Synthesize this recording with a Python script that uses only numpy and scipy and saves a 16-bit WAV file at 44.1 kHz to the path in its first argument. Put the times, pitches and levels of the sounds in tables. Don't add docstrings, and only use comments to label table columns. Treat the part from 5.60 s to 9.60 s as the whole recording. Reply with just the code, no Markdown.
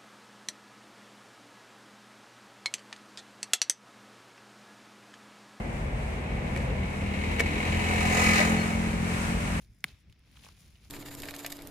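import sys
import numpy as np
from scipy import signal
from scipy.fft import rfft, irfft
from scipy.io import wavfile
from scipy.ndimage import uniform_filter1d, map_coordinates

SR = 44100
rng = np.random.default_rng(int(sys.argv[2]) if len(sys.argv) > 2 else 0)


def persist_wave(psi):
    counts = np.round(np.clip(psi, -1, 1) * 32767).astype(np.int16)
    wavfile.write(sys.argv[1], SR, np.atleast_2d(counts).T)


N = 176400
BIN_HZ = np.arange(N // 2 + 1) * SR / N
LEFT_RIGHT = np.array([[1], [-1]])


def undb(db):
    return 10 ** (np.asarray(db) / 20)


def unit(x):
    return x / np.sqrt(np.mean(x ** 2))


def curve(rows):
    return np.interp(np.arange(N) / SR, *np.array(rows, float).T)


def per_bin(rows):
    f, value = np.array(rows, float).T
    return np.interp(np.log(BIN_HZ + 1), np.log(f), value)


def lift(resonances, hz):
    return sum(db / (1 + (2 * (hz - f) / width) ** 2) for f, width, db in resonances)


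def drift(rate_hz):
    hold = int(SR / rate_hz)
    steps = np.repeat(rng.standard_normal(N // hold + 1), hold)
    return unit(uniform_filter1d(uniform_filter1d(steps, hold), hold)[:N])


# (t/s, firing rate/Hz)
FIRING_RATE = [(0.0, 37.5), (0.09, 37.4), (1.56, 39.5), (2.0, 42.2), (2.57, 42.5), (2.88, 43.5),
               (3.72, 44.2), (3.92, 43.8), (4.0, 44.4)]
# (t/s, gain/dB)
ENGINE_LOAD = [(0, -9.5), (.7, -6), (1.3, -3), (1.65, -.5), (2.0, -3), (2.45, 2), (2.8, 1), (3.2, -.5),
               (4, -5)]
# (multiple of the firing rate, level/dB)
HUM_PARTIALS = [(2, -38), (3, -51), (4, -46.5), (5, -43), (6, -43), (7, -48.5), (8, -53), (9, -52),
                (10, -50.5), (11, -54.5), (13, -53.5)]
# (f/Hz, width/Hz, boost/dB)
CABIN_BOOMS = [(82.4, 8.3, 6.5), (174.8, 10.9, 14), (216.6, 15.4, 12.5), (197, 4.6, 5), (292.4, 4.4, 13),
               (336, 4.6, 13), (484, 5.4, 4.5)]
def engine_hum(firing_hz, firings, jitter_s=.00018, left_lead_s=.00036, waver_db=.45, rough_db=1.5):
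    shift_s = jitter_s * drift(44) + left_lead_s * np.array([[1], [0]])
    out = 0
    for k, db in HUM_PARTIALS:
        cycles = k * (firings + firing_hz * shift_s) + rng.random()
        rms = undb(db + lift(CABIN_BOOMS, k * firing_hz) + waver_db * drift(14))
        out = out + rms * np.sqrt(2) * np.sin(2 * np.pi * cycles)
    return out * undb(curve(ENGINE_LOAD) + rough_db * drift(44))


# (f/Hz, correlation)
CABIN_LIKENESS = [(100, 1), (210, 1), (320, 0.54), (480, 0.75), (650, -0.065), (950, 0.12), (1500, -0.55),
                  (1850, -0.14), (2250, 0.12), (3000, -0.21), (15000, 0.12)]
def cabin_noise(colour, pan=None):
    mid, side = rfft(rng.standard_normal((2, N))) * undb(per_bin(colour))
    like = per_bin(CABIN_LIKENESS)
    stereo = mid * np.sqrt(1 + like) + LEFT_RIGHT * side * np.sqrt(1 - like)
    pan_db = LEFT_RIGHT * per_bin(pan) / 2 if pan else 0
    return unit(irfft(stereo * undb(pan_db), N))


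# (f/Hz, relative level/dB)
ROAD_EQ = [(20, -32), (31, -22), (41, 2.5), (55, 3), (75, -2), (100, -4.5), (135, -3), (185, -8), (240, -9),
           (320, -18), (520, -14), (780, -16), (1300, -26), (2200, -21.5), (4000, -42.5), (15000, -69)]
# (t/s, level/dB)
RUMBLE_LEVEL = [(0, -32.5), (.55, -32), (1.1, -30.5), (1.45, -33.5), (2, -32), (2.8, -33.5), (3.35, -32.5),
                (4, -32)]
# (t/s, peak level/dB)
THUMPS = [(0.351, -31), (1.109, -25.5), (1.561, -41), (1.971, -35), (3.24, -41)]
def road(t, thump_hz=52.3, half_width_s=.03):
    out = cabin_noise(ROAD_EQ) * undb(curve(RUMBLE_LEVEL))
    for at, db in THUMPS:
        swell = undb(db) * np.exp(-((t - at) / half_width_s) ** 2)
        out += swell * np.sin(2 * np.pi * thump_hz * (t - at))
    return out


# (f/Hz, relative level/dB)
AIR_EQ = [(500, 9), (1400, 17.5), (2600, 12.5), (3400, 5), (5000, 2.5), (7000, 3.5), (8400, 4.5),
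          (10000, -3), (11500, -4), (12600, -14), (13600, -9), (15500, -20)]
# (f/Hz, left minus right/dB)
AIR_PAN = [(500, 1.5), (4200, 0.5), (6500, -3.5), (8500, 4), (10000, 8.5), (12500, -1), (15000, -1)]
# (t/s, level/dB)
AIR_SWELL = [(0, -51), (1.5, -48), (2.2, -40), (3, -39.5), (3.3, -39.5), (3.72, -36.5), (4, -39.5)]
def window_air(flutter_db=1.5):
    return cabin_noise(AIR_EQ, AIR_PAN) * undb(curve(AIR_SWELL) + flutter_db * drift(14))


# (f/Hz, width/Hz, boost/dB)
BLOCK_RESONANCES = [(794, 26, 4.5), (1250, 35, 1), (2215, 90, 4.5), (2523, 49, 4), (3800, 180, 2.5)]
def knocks(firing_hz, firings, t, scatter_db=1.3, ring_s=.038, burst_s=.0081, floor=1.4, ring_share=.46):
    count = firings.astype(int)
    strength = undb(scatter_db * rng.standard_normal(count[-1] + 1))[count]
    strikes = np.diff(count, prepend=0) * strength
    ring = rng.standard_normal((2, N)) * np.exp(-t / ring_s)
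    rung = signal.fftconvolve(strikes[None], ring, axes=1)[:, :N]
    age = (firings % 1) / firing_hz
    bursts = strength * (floor + np.exp(-age / burst_s)) * rng.standard_normal((2, N))
    blend = np.sqrt(ring_share) * unit(rung) + np.sqrt(1 - ring_share) * unit(bursts)
    return irfft(rfft(blend) * undb(lift(BLOCK_RESONANCES, BIN_HZ)), N)


# (f/Hz, correlation)
OUTSIDE_LIKENESS = [(450, 0.87), (570, .4), (1100, 0.74), (1240, 0.18), (1360, 1), (1470, 0.93),
                    (1580, 0.16), (1950, .35), (2220, 0.99), (2700, 0.27), (6000, 0.046)]
def through_window(pair, colour_db, pan, left_lag_s=.000366):
    direct, scattered = rfft(pair) * undb(colour_db)
    like = per_bin(OUTSIDE_LIKENESS)
    left = like * direct + np.sqrt(1 - like ** 2) * scattered
    left *= np.exp(-2j * np.pi * BIN_HZ * left_lag_s)
    return unit(irfft(np.array([left, direct]) * undb(LEFT_RIGHT * per_bin(pan) / 2), N))


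# (f/Hz, relative level/dB)
CLATTER_EQ = [(60, -39), (300, 1), (440, 1.5), (600, -4.5), (800, -3), (1020, 0.5), (1200, -8), (1400, -10),
              (1620, -9), (1800, -2), (1930, -1.5), (2210, 2.5), (2420, -0.5), (2900, -4.5), (3400, -14),
              (4000, -11.5), (4800, -23), (7200, -22.5), (9500, -29), (12500, -36), (15500, -40)]
# (f/Hz, left minus right/dB)
CLATTER_PAN = [(1400, 0), (1900, 4), (2250, 3), (2850, -4.5), (7000, -4)]
# (t/s, level/dB)
CLATTER_SWELL = [(0, -80), (.4, -49.5), (.8, -44.5), (1.35, -43.5), (1.7, -34.5), (2.3, -30.5),
                 (2.8, -30.5), (3.25, -40.5), (3.75, -41.5), (4, -42)]
def clatter(firing_hz, firings, t):
    knock = through_window(knocks(firing_hz, firings, t), per_bin(CLATTER_EQ), CLATTER_PAN)
    return knock * undb(curve(CLATTER_SWELL))


def ringing(modes, age, spread_rad):
    out = 0
    for f, db, t60 in modes:
        phase = 2 * np.pi * f * age + spread_rad * rng.standard_normal((2, 1))
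        out = out + undb(db - 60 * age / t60) * np.sin(phase)
    return out


# (f/Hz, relative level/dB, t60/s)
TRIM_MODES = [(1810, -11, 0.032), (1970, -4, 0.029), (2232, -1.5, 0.039), (2410, -13.5, 0.017),
              (2960, -18.5, 0.041)]
# (t/s, ring gain/dB, scrape level/dB, panel level/dB, panel f/Hz)
TRIM_HITS = [(.963, -30, -45, -40, 540), (.974, -38, -45.5, -43, 555), (1.795, -25, -36, -48, 647),
             (1.798, -22, -34, -32, 668), (1.8015, -34, -34, -34.5, 458), (1.8038, -17.5, -33.5, -25, 459),
             (1.807, -21, -32, -27, 452), (2.7925, -16.5, -42, -32, 570), (2.8025, -22.5, -44, -21, 608),
             (2.815, -17.5, -51, -38, 565)]
def trim_rattles(scrape_hz=(2400, 9700), scrape_decay_s=.0037, panel_t60_s=.1, left_db=3.5):
    out, age = np.zeros((2, N)), np.arange(SR // 5) / SR
    band = signal.butter(2, scrape_hz, "bandpass", fs=SR, output="sos")
    for at, ring_db, scrape_db, panel_db, panel_hz in TRIM_HITS:
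        grit = unit(signal.sosfilt(band, rng.standard_normal((2, len(age)))))
        scrape = undb(scrape_db) * grit * np.exp(-age / scrape_decay_s)
        ring = undb(ring_db) * ringing(TRIM_MODES, age, spread_rad=1.0)
        panel = ringing([(panel_hz, panel_db, panel_t60_s)], age, spread_rad=.72)
        start = int(at * SR)
        out[:, start:start + len(age)] += ring + scrape + panel
    return out * undb([[left_db], [0]])


# (f/Hz, relative level/dB)
ECHO_EQ = [(80, -10), (250, -12), (420, -12), (560, -1), (750, 3), (930, -3.5), (1230, 1.5), (1500, -2.5),
           (1800, 2.5), (2100, 2.5), (2480, 4), (3300, -12.5), (4050, -6), (4800, -12), (7000, -12),
           (9500, -17), (12500, -24), (15500, -26)]
# (f/Hz, left minus right/dB)
ECHO_PAN = [(300, -3.5), (2400, 0.5), (4000, 3), (5000, -9), (7000, -10), (8500, 10.5), (9700, 3),
            (12000, 4), (15000, -8)]
# (f/Hz, width/Hz, boost/dB)
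ECHO_RESONANCES = [(1245, 70, 3.5), (2000, 53, 8.5), (7150, 360, 5.5)]
# (f/Hz, nearest t/s, approach/s, leave/s)
PASS_BY = [(740, 2.636, 0.26, 0.31), (1250, 2.704, .15, .17), (1530, 2.68, 0.21, 0.24),
           (2170, 2.707, 0.14, 0.1), (3900, 2.787, 0.19, 0.049), (6900, 2.693, 0.21, 0.16)]
def thicket_echo(firing_hz, firings, t, bounce_s=.00394, bounce_gain=.38, gain_db=-22):
    delayed = [np.arange(N) - bounce_s * SR]
    pair = [x + bounce_gain * map_coordinates(x, delayed, mode="mirror")
            for x in knocks(firing_hz, firings, t)]
    colour_db = per_bin(ECHO_EQ) + lift(ECHO_RESONANCES, BIN_HZ)
    echo = rfft(through_window(pair, colour_db, ECHO_PAN))
    out = 0
    for centre, nearest, approach, leave in PASS_BY:
        band = per_bin([(f, f == centre) for f, *_ in PASS_BY])
        along = (t - nearest) / np.where(t < nearest, approach, leave)
        out = out + irfft(echo * band, N) / (1 + along ** 2)
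    return out * undb(gain_db)


# (t/s, f/Hz, half-width/s, peak level/dB)
SQUEAK_CUES = [(2.535, 6650, 0.031, -46), (3, 4300, 0.034, -44)]
def squeaks(t, wobble_hz=35):
    wobble = wobble_hz * np.cumsum(drift(200)) / SR
    out = 0
    for at, f, half_width, db in SQUEAK_CUES:
        swell = undb(db) * np.exp(-((t - at) / half_width) ** 2)
        out = out + swell * np.sin(2 * np.pi * (f * t + wobble))
    return out


def scene():
    t, firing_hz = np.arange(N) / SR, curve(FIRING_RATE)
    firings = np.cumsum(firing_hz) / SR
    engine = engine_hum(firing_hz, firings) + clatter(firing_hz, firings, t)
    echo = thicket_echo(firing_hz, firings, t)
    return engine + echo + road(t) + window_air() + trim_rattles() + squeaks(t)


def record(dry, balance_db=.5, top_hz=15600):
    high_cut = signal.ellip(10, .2, 80, top_hz, fs=SR, output="sos")
    return signal.sosfilt(high_cut, dry * undb(LEFT_RIGHT * balance_db))


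dry = scene()
out = record(dry)
persist_wave(out)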